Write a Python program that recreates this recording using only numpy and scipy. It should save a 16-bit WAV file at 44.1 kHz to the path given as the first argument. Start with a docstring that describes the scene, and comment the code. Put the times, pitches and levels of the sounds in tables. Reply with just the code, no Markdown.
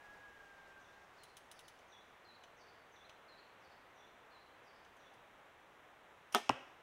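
"""A quiet wood: a far call quavers and fades over soft air noise while an archer's sleeves slide.
A songbird repeats a three-note phrase of sliding sine whistles, and the loaded bow ticks in rings and noise.
The release clicks, the string whips forward as a rising sine and slams home in damped modes and noise,
and the arrow smacks into a block target. Noise tails from the trunks answer all but the air and sleeves."""
import sys
import numpy as np
from scipy import signal
from scipy.fft import rfft, irfft, next_fast_len
from scipy.io import wavfile
from scipy.ndimage import map_coordinates

SR = 44100
rng = np.random.default_rng(int(sys.argv[2]) if len(sys.argv) > 2 else 0)


def int16_out(signal):
    """Quantize to a 16-bit WAV file."""
    q = np.round(np.clip(np.atleast_2d(signal).T, -1, 1) * 32767)
    wavfile.write(sys.argv[1], SR, q.astype(np.int16))


N = 300762


def amp(db):
    """Turn decibels into a linear gain."""
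    return 10 ** (np.asarray(db) / 20)


def unit(x):
    """Scale a signal to rms 1."""
    return x / np.sqrt(np.mean(x ** 2) + 1e-20)


def along(points, hz):
    """Read a curve of (Hz, value) points on a log frequency axis."""
    point_hz, values = np.transpose(points)
    return np.interp(np.log(hz + 1), np.log(point_hz + 1), values)


def wobble(rate, size=N):
    """A smooth random curve with rate knots a second."""
    knots = rng.standard_normal(int(size * rate / SR) + 4)
    return map_coordinates(knots, [np.arange(size) * rate / SR])


def filtered(x, response):
    """Shape a signal's spectrum by a gain that depends on frequency."""
    size = next_fast_len(len(x) + SR // 4)  # padded so that the end does not wrap round
    spectrum = rfft(x, size) * response(np.fft.rfftfreq(size, 1 / SR))
    return irfft(spectrum, size)[:len(x)]


def noise(colour, size=N):
    """Coloured noise of rms 1."""
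    return unit(filtered(rng.standard_normal(size), lambda hz: amp(along(colour, hz))))


def add(track, s, sound):
    """Mix a sound into the track at s seconds."""
    room = track[round(s * SR):][:len(sound)]
    room += sound[:len(room)]


def highpass(x, cut_hz):
    """Thin out the bass below the cut-off."""
    return signal.sosfilt(signal.butter(N=2, Wn=cut_hz, btype="high", fs=SR, output="sos"), x)


def gate(t, length, attack, release):
    """Rise from t = 0, hold, and fall to nothing at t = length."""
    return np.clip(t / attack, 0, 1) * np.clip((length - t) / release, 0, 1)


def burst(colour, t60, attack):
    """Coloured noise that rises quickly and dies away by 60 dB in t60 seconds."""
    t = np.arange(SR // 2) / SR
    return noise(colour, len(t)) * amp(-60 * t / t60) * (1 - np.exp(-t / attack))


def ring(modes, detune=0):
    """Damped sines of a struck body; each builds up over about one cycle."""
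    t = np.arange(SR // 2) / SR
    body = np.zeros(len(t))
    for hz, db, t60 in modes:
        envelope = amp(db - 60 * t / t60) * (1 - np.exp(-hz * t))
        body += envelope * np.sin(2 * np.pi * hz * (1 + detune * rng.normal()) * t)
    return body


def struck(blows, modes):
    """Each blow rings the same body; a softer contact passes less treble."""
    out, body = np.zeros(N), ring(modes)
    for s, db, cut_hz in blows:
        contact = signal.butter(N=4, Wn=cut_hz, fs=SR, output="sos")
        add(out, s, amp(db) * signal.sosfilt(contact, body))
    return out


def click(colour):
    """The shortest causal (minimum-phase) pulse with this colour, of peak 1."""
    size = 2048
    cepstrum = irfft(np.log(amp(along(colour, np.fft.rfftfreq(size, 1 / SR)))))
    # folding the cepstrum onto positive time gathers the energy at the start
    cepstrum[1:size // 2] *= 2
    cepstrum[size // 2 + 1:] = 0
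    pulse = irfft(np.exp(rfft(cepstrum)))
    return pulse / np.abs(pulse).max()


def trunks(x, colour, onset=0.0075, lumpy=0.11):
    """The wood's answer: many uneven echoes swell in, with treble and bass dying first."""
    # How long the wood rings. Each row: frequency in Hz, time to fall by 60 dB in seconds.
    wood_t60 = [(100, 0.25), (400, 0.66), (1200, 0.68), (3000, 0.62), (6000, 0.79), (14000, 0.19)]
    t = np.arange(SR) / SR
    echoes = rng.standard_normal(SR) * np.exp(lumpy * wobble(254.5, size=SR))
    hz, s, bands = signal.stft(echoes, SR, nperseg=256)
    fade = amp(-60 * s / along(wood_t60, hz)[:, None])
    # give every band the same total energy, then colour it
    energy = SR * np.mean(fade ** 2, axis=1, keepdims=True)
    fade *= amp(along(colour, hz))[:, None] / np.sqrt(energy)
    tail = signal.istft(bands * fade / np.std(echoes), SR, nperseg=256)[1][:SR]
    return signal.fftconvolve(x, tail * (1 - np.exp(-(t / onset) ** 2)))[:N]


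def air():
    """Air in the crowns murmurs as wavering noise over a low rumble with an opening gust, and a thin hiss."""
    # Noise colours. Each row: frequency in Hz, relative level per Hz in dB.
    murmur_colour = [(41, -34), (70, -5.5), (232, -6.5), (388, -2), (493, -0.5), (596, 0), (825, 1),
                     (1810, -3), (3140, -11.5), (3420, -12.5), (3730, -15), (3990, -17.5), (4200, -22),
                     (5460, -42), (9240, -120)]
    rumble_colour = [(10, -6), (25, 2.5), (60, 5), (100, -10), (200, -28)]
    hiss_colour = [(3000, -4.5), (4500, 2), (6000, 5.5), (8000, 1), (11000, -2.5), (16000, -4)]
    # The breeze in the crowns. Each row: time in seconds, level in dB before the murmur's lift.
    breeze = [(0.0, -63.5), (0.39, -64.5), (2.32, -65), (3.03, -64), (6.3, -65)]
    murmur_lift_db = 1.7
    rumble_db, gust_db, settle_s = -86, 10, 1  # steady level, gust above it, decay constant of the gust
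    t = np.arange(N) / SR
    breeze_db = np.interp(t, *np.transpose(breeze))
    murmur = amp(breeze_db + murmur_lift_db + 0.22 * wobble(9)) * noise(murmur_colour)
    rumble_level = amp(rumble_db + gust_db * np.exp(-t / settle_s) + wobble(7.7))
    return murmur + rumble_level * noise(rumble_colour) + amp(-81.5) * noise(hiss_colour)


def sleeves():
    """Jacket cloth slides as uneven noise until the arm is back, then comes to rest."""
    # Cloth colour. Each row: frequency in Hz, relative level per Hz in dB.
    cloth_colour = [(500, 3.5), (1500, 4.5), (3000, -8), (4500, -4.5), (6000, -5), (9000, -15),
                    (15000, -48)]
    sliding_db, draw_end_s, fade_db_per_s = -75, 1.25, 9
    level_db = sliding_db - fade_db_per_s * np.maximum(np.arange(N) / SR - draw_end_s, 0)
    return amp(level_db + 2.6 * wobble(22.2)) * noise(cloth_colour)


def far_call():
    """A distant animal's quavering note sags and sinks in steps, strongest on its second harmonic."""
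    # Steps of the call. Each row: start in seconds, length in seconds, starting pitch of the
    # fundamental in Hz, level of the second harmonic in dB (rms).
    call_steps = [(-.03, 0.5, 831, -63.5), (.385, 0.46, 801, -65), (0.858, 0.204, 805, -67.5),
                  (1.07, .14, 768, -74)]
    sag_hz_per_s, edge_s, echo_db, fundamental_db = 25, 0.026, -10, -11  # fundamental: below the second
    call = np.zeros(N)
    for s, length, pitch_hz, db in call_steps:
        t = np.arange(N) / SR - s
        hz = (pitch_hz - sag_hz_per_s * t) * (1 + 0.0041 * wobble(45.1))
        phase = 2 * np.pi * np.cumsum(hz) / SR
        quaver_db = 1.5 * wobble(55)
        level = amp(db + quaver_db) * gate(t, length, edge_s, edge_s)
        voice = np.sin(2 * phase) + amp(fundamental_db) * np.sin(phase)
        call += np.sqrt(2) * level * voice
    return call + trunks(call, [(1600, echo_db)], onset=.02)


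def songbird():
    """Repeat a phrase of sliding sine whistles; the highest arrive mostly by way of the trees."""
    # Whistles of one phrase. Each row: start within the phrase in seconds, length in seconds, first pitch
    # in Hz, pitch it slides to in Hz, slide time constant in seconds, drift in Hz per second,
    # level relative to the song in dB.
    whistles = [(0, 0.054, 6800, 5280, .028, 0, -7.5), (.04, .085, 5200, 3360, .006, 2100, 1.3),
                (0.12, 0.036, 3450, 4700, .035, 0, -5), (0.364, 0.053, 6300, 4060, .006, 4400, -.5),
                (.402, .052, 4280, 3900, 0.0245, 0, 1), (.462, .04, 4950, 3800, .019, 0, -2),
                (.69, .085, 6800, 4340, .022, 0, -5.5), (.79, .042, 5500, 3900, .024, 0, -4)]
    # Each row: start of a phrase in seconds, spacing of its whistles as a ratio, direct path in dB.
    phrases = [(.795, 1.05, 0), (1.877, 1, -0.5), (2.915, 0.99, -.5), (3.935, 1.003, -3), (4.96, 1, -5)]
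    # What reaches the ear straight, and by way of the trees. Each row: frequency in Hz, gain in dB.
    direct_colour = [(3400, -4), (4200, 1), (5000, -8), (6200, -2)]
    echo_colour = [(3500, -2.5), (4200, -2), (5000, 1.5), (6200, 3)]
    # the song swells to a peak, fades and breaks off
    peak_db, peak_s, end_s, rise_db_per_s, fade_db_per_s = -64, 1.85, 5.2, 7.5, 1.6
    attack_s, release_s, flicker_db = 0.01, 0.014, 2.8
    pitch_scatter, pitch_wobble = 0.0081, 0.0089  # shares of the pitch: per whistle, and within it
    song, direct = np.zeros(N), np.zeros(N)
    t = np.arange(SR // 8) / SR
    for start, spacing, direct_db in phrases:
        for offset, length, first_hz, held_hz, slide, drift, db in whistles:
            s = start + spacing * offset
            if s > end_s:
                break
            hz = held_hz + (first_hz - held_hz) * np.exp(-t / slide) + drift * t
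            hz = hz * (1 + pitch_scatter * rng.normal() + pitch_wobble * wobble(99, size=len(t)))
            effort_db = peak_db - max(rise_db_per_s * (peak_s - s), fade_db_per_s * (s - peak_s))
            level = amp(effort_db + db + flicker_db * wobble(61, size=len(t)))
            level = level * gate(t, length, attack_s, release_s)
            whistle = level * np.sin(2 * np.pi * np.cumsum(hz) / SR)
            add(song, s, whistle)
            add(direct, s, amp(direct_db) * whistle)
    straight = filtered(direct, lambda hz: amp(along(direct_colour, hz)))
    return straight + trunks(song, echo_colour, onset=0.011)


def ticks(count=4):
    """Cables and cams settle under load: each tick mixes ring, snap, grit and knock, then a tiny rattle."""
    # Ticks of the loaded bow. Each row: start in seconds, level in dB, then relative to it the treble
    # in dB (snap and rattle add small offsets) and the dull knock in dB.
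    tick_times = [(1.2339, -53, -6.5, -25), (1.3683, -49, -8, -25), (1.514, -48.5, -8, -22),
                  (1.5914, -49.5, -11, -25), (1.6808, -50, -10.5, -25), (1.7893, -55.5, -21, -20),
                  (2.4368, -48.5, -28, -6.5), (3.0946, -49, -26, -6), (4.8489, -56, -24, -11),
                  (4.967, -67, -8, -20), (5.138, -64.5, -9.5, -18)]
    # Metal parts. Each row: frequency in Hz, relative level in dB, time to fall by 60 dB in seconds.
    metal_modes = [(2990, 3, 0.062), (3480, -4, 0.04), (3880, 0.5, 0.05), (5110, -9, .05), (5600, -11, .04),
                   (6060, -6, 0.098)]
    # Noise colours. Each row: frequency in Hz, relative level per Hz in dB.
    snap_colour = [(2000, -9), (3000, 0), (4500, -6), (6000, -2), (7500, -8), (10000, -1), (12500, -14),
                   (16000, -10)]
    knock_colour = [(200, -12), (700, 6), (1500, -5), (3200, 1), (5000, -16), (12000, -33)]
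    grit_colour = [(200, -18), (700, -10), (2200, -10), (3300, 6.5), (4500, -12), (6000, -3),
                   (9000, -20), (15000, -32)]
    out = np.zeros(N)
    for s, db, treble_db, knock_db in tick_times:
        snap = amp(treble_db + 3.5) * burst(snap_colour, t60=0.048, attack=.0003)
        grit = amp(-10) * burst(grit_colour, t60=0.045, attack=0.00025)
        metal = amp(-14) * ring(metal_modes, detune=.004)
        knock = amp(knock_db) * burst(knock_colour, t60=0.037, attack=0.00026)
        add(out, s, amp(db) * (metal + snap + grit + knock))
        for delay in rng.uniform(0.0028, 0.022, count):
            rattle_db = db + treble_db + 0.5 - 200 * delay  # later grains are quieter
            add(out, s + delay, amp(rattle_db) * burst(snap_colour, t60=0.01, attack=.0001))
    return out + trunks(out, [(3000, -11), (10000, -9)])


def string_whip():
    """The string's whistle climbs with its speed: a rising sine that swells and drops within 10 ms."""
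    start_hz, rise_hz_per_s = 1500, 303000
    peak_s, peak_db, slope_db_per_s = .0052, -35, 6000
    t = np.arange(SR // 100) / SR
    hz = start_hz + rise_hz_per_s * t
    level = amp(peak_db - slope_db_per_s * np.abs(t - peak_s))
    return level * np.sin(2 * np.pi * np.cumsum(hz) / SR)


def bow():
    """The release opens, the string whistles up to speed and stops dead; limbs ring and fittings buzz."""
    # Blows as the string slams home and rebounds. Each row: start in seconds, gain in dB,
    # contact cut-off in Hz.
    slams = [(6.3474, 4, 9000), (6.3513, -15, 2480), (6.3568, -16, 6000), (6.3812, -18, 2000)]
    # Limbs, riser and cables. Each row: frequency in Hz, level in dB before the blow's gain,
    # time to fall by 60 dB in seconds.
    bow_modes = [(229, -37, 0.09), (402, -33.5, 0.1), (533, -45, 0.064), (596, -35, 0.065), (720, -31, .11),
                 (828, -34.5, 0.096), (956, -34, 0.052), (1168, -15, 0.011), (1268, -28, 0.045),
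                 (1410, -25, 0.019), (1810, -47.5, 0.18), (2780, -55, 0.07), (2920, -52, 0.13),
                 (3180, -37.5, 0.069), (3490, -42.5, 0.086), (3940, -48, .07)]
    # Noise colours of release, string and fittings. Each row: frequency in Hz, relative level per Hz in dB.
    trigger_colour = [(100, -33), (400, -3), (1000, -2), (3000, 4), (4300, -4), (5800, 8), (7500, -7),
                      (9500, 5), (12000, -6), (16000, -16)]
    crack_colour = [(300, -24), (700, -7), (1300, 2), (2000, -4), (3000, 0.5), (4300, -6), (5500, 1),
                    (7000, -10.5), (9000, -5.5), (12500, -10), (14000, -22), (16000, -28)]
    buzz_colour = [(100, -36), (250, 2), (800, 8), (1400, 1), (2200, -2.5), (3200, 3.5), (4400, -11.5),
                   (5800, -5.5), (7200, -14), (9000, -14.5), (12500, -28), (16000, -27)]
    brush_colour = [(2000, -23), (5000, 4), (12000, -6), (16000, -17)]
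    push_colour = [(100, -35), (220, -2), (450, 3), (1200, 14), (4000, -27)]
    # What the trunks send back of the bow. Each row: frequency in Hz, gain in dB.
    echo_colour = [(150, -28), (700, -23), (1400, -21.5), (2200, -8), (3200, -14.5), (4400, -15),
                   (5600, -11.5), (8000, -13.5), (14000, -18)]
    out = struck(slams, bow_modes)
    # the trigger trips, then the jaw lets go
    add(out, 6.3218, amp(-61) * burst(trigger_colour, t60=.012, attack=0.00025))
    add(out, 6.3246, amp(-51.0) * burst(trigger_colour, t60=0.1, attack=.0001))
    add(out, 6.339, string_whip())
    # the shaft brushes the rest and the limbs push the air just before the stop
    add(out, 6.3425, amp(-56) * burst(brush_colour, t60=0.068, attack=0.00074))
    add(out, 6.3456, amp(-29.5) * burst(push_colour, t60=0.042, attack=0.0011))
    # the string snaps taut: one sharp pulse inside a brief spray of contacts
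    add(out, 6.3484, -amp(-13) * click(crack_colour))
    add(out, 6.3478, amp(-23.0) * burst(crack_colour, t60=0.0093, attack=0.00017))
    # the fittings buzz
    add(out, 6.3495, amp(-32) * burst(buzz_colour, t60=0.16, attack=0.0017))
    out = highpass(out, 130)  # the bow's sound is thinned out below 130 Hz
    return out + trunks(out, echo_colour, onset=0.017)


def arrow():
    """The arrow rings block and shaft in short damped modes, with a sharp noise smack and a dull thump."""
    # The point pierces the face, then the block stops the shaft. Each row: start in seconds, gain in dB,
    # contact cut-off in Hz.
    hits = [(6.4935, 3, 12000), (6.4967, 16, 1150), (6.5046, -7.5, 3500)]
    # Block and shaft. Each row: frequency in Hz, level in dB before the hit's gain,
    # time to fall by 60 dB in seconds.
    target_modes = [(65, -59, .1), (127, -48.5, 0.1), (278, -36.5, 0.032), (550, -46, 0.019),
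                    (822, -31, 0.015), (990, -21, 0.011), (1187, -28.5, 0.011), (2650, -21.5, 0.008),
                    (2860, -30, 0.012), (5500, -29.5, 0.0073), (8300, -35.5, 0.0039)]
    # What the trunks send back of the target. Each row: frequency in Hz, gain in dB.
    echo_colour = [(100, -11), (300, -23), (500, -7), (900, -23), (1700, -4.5), (2700, -10.5), (3500, -5.5),
                   (4300, -17.5), (5500, -21), (7500, -19), (14000, -16)]
    smack_colour = [(200, -15), (1500, -15), (4300, -4), (5500, 11), (7000, -11), (9000, -11),
                    (13000, -1), (16000, -21)]
    thump_colour = [(30, -9), (200, 3), (1000, -1.5), (1900, -2.5), (2800, -21), (4200, -20),
                    (6000, -21), (14000, -42)]
    out = struck(hits, target_modes)
    add(out, 6.4937, amp(-38) * burst(smack_colour, t60=0.0067, attack=.0001))
    add(out, 6.498, amp(-37) * burst(thump_colour, t60=0.11, attack=0.0012))
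    out = highpass(out, 55)  # the block is too small to radiate deep bass
    return out + trunks(out, echo_colour, onset=0.019)


def scene():
    """Sum every source into one channel."""
    return (air() + sleeves() + far_call() + songbird() + ticks() + bow() + arrow())[None]


def record(dry):
    """Keep only what lies below the band limit."""
    top_hz = 15800
    return np.array([filtered(channel, lambda hz: hz < top_hz) for channel in dry])


dry = scene()
out = record(dry)
int16_out(out)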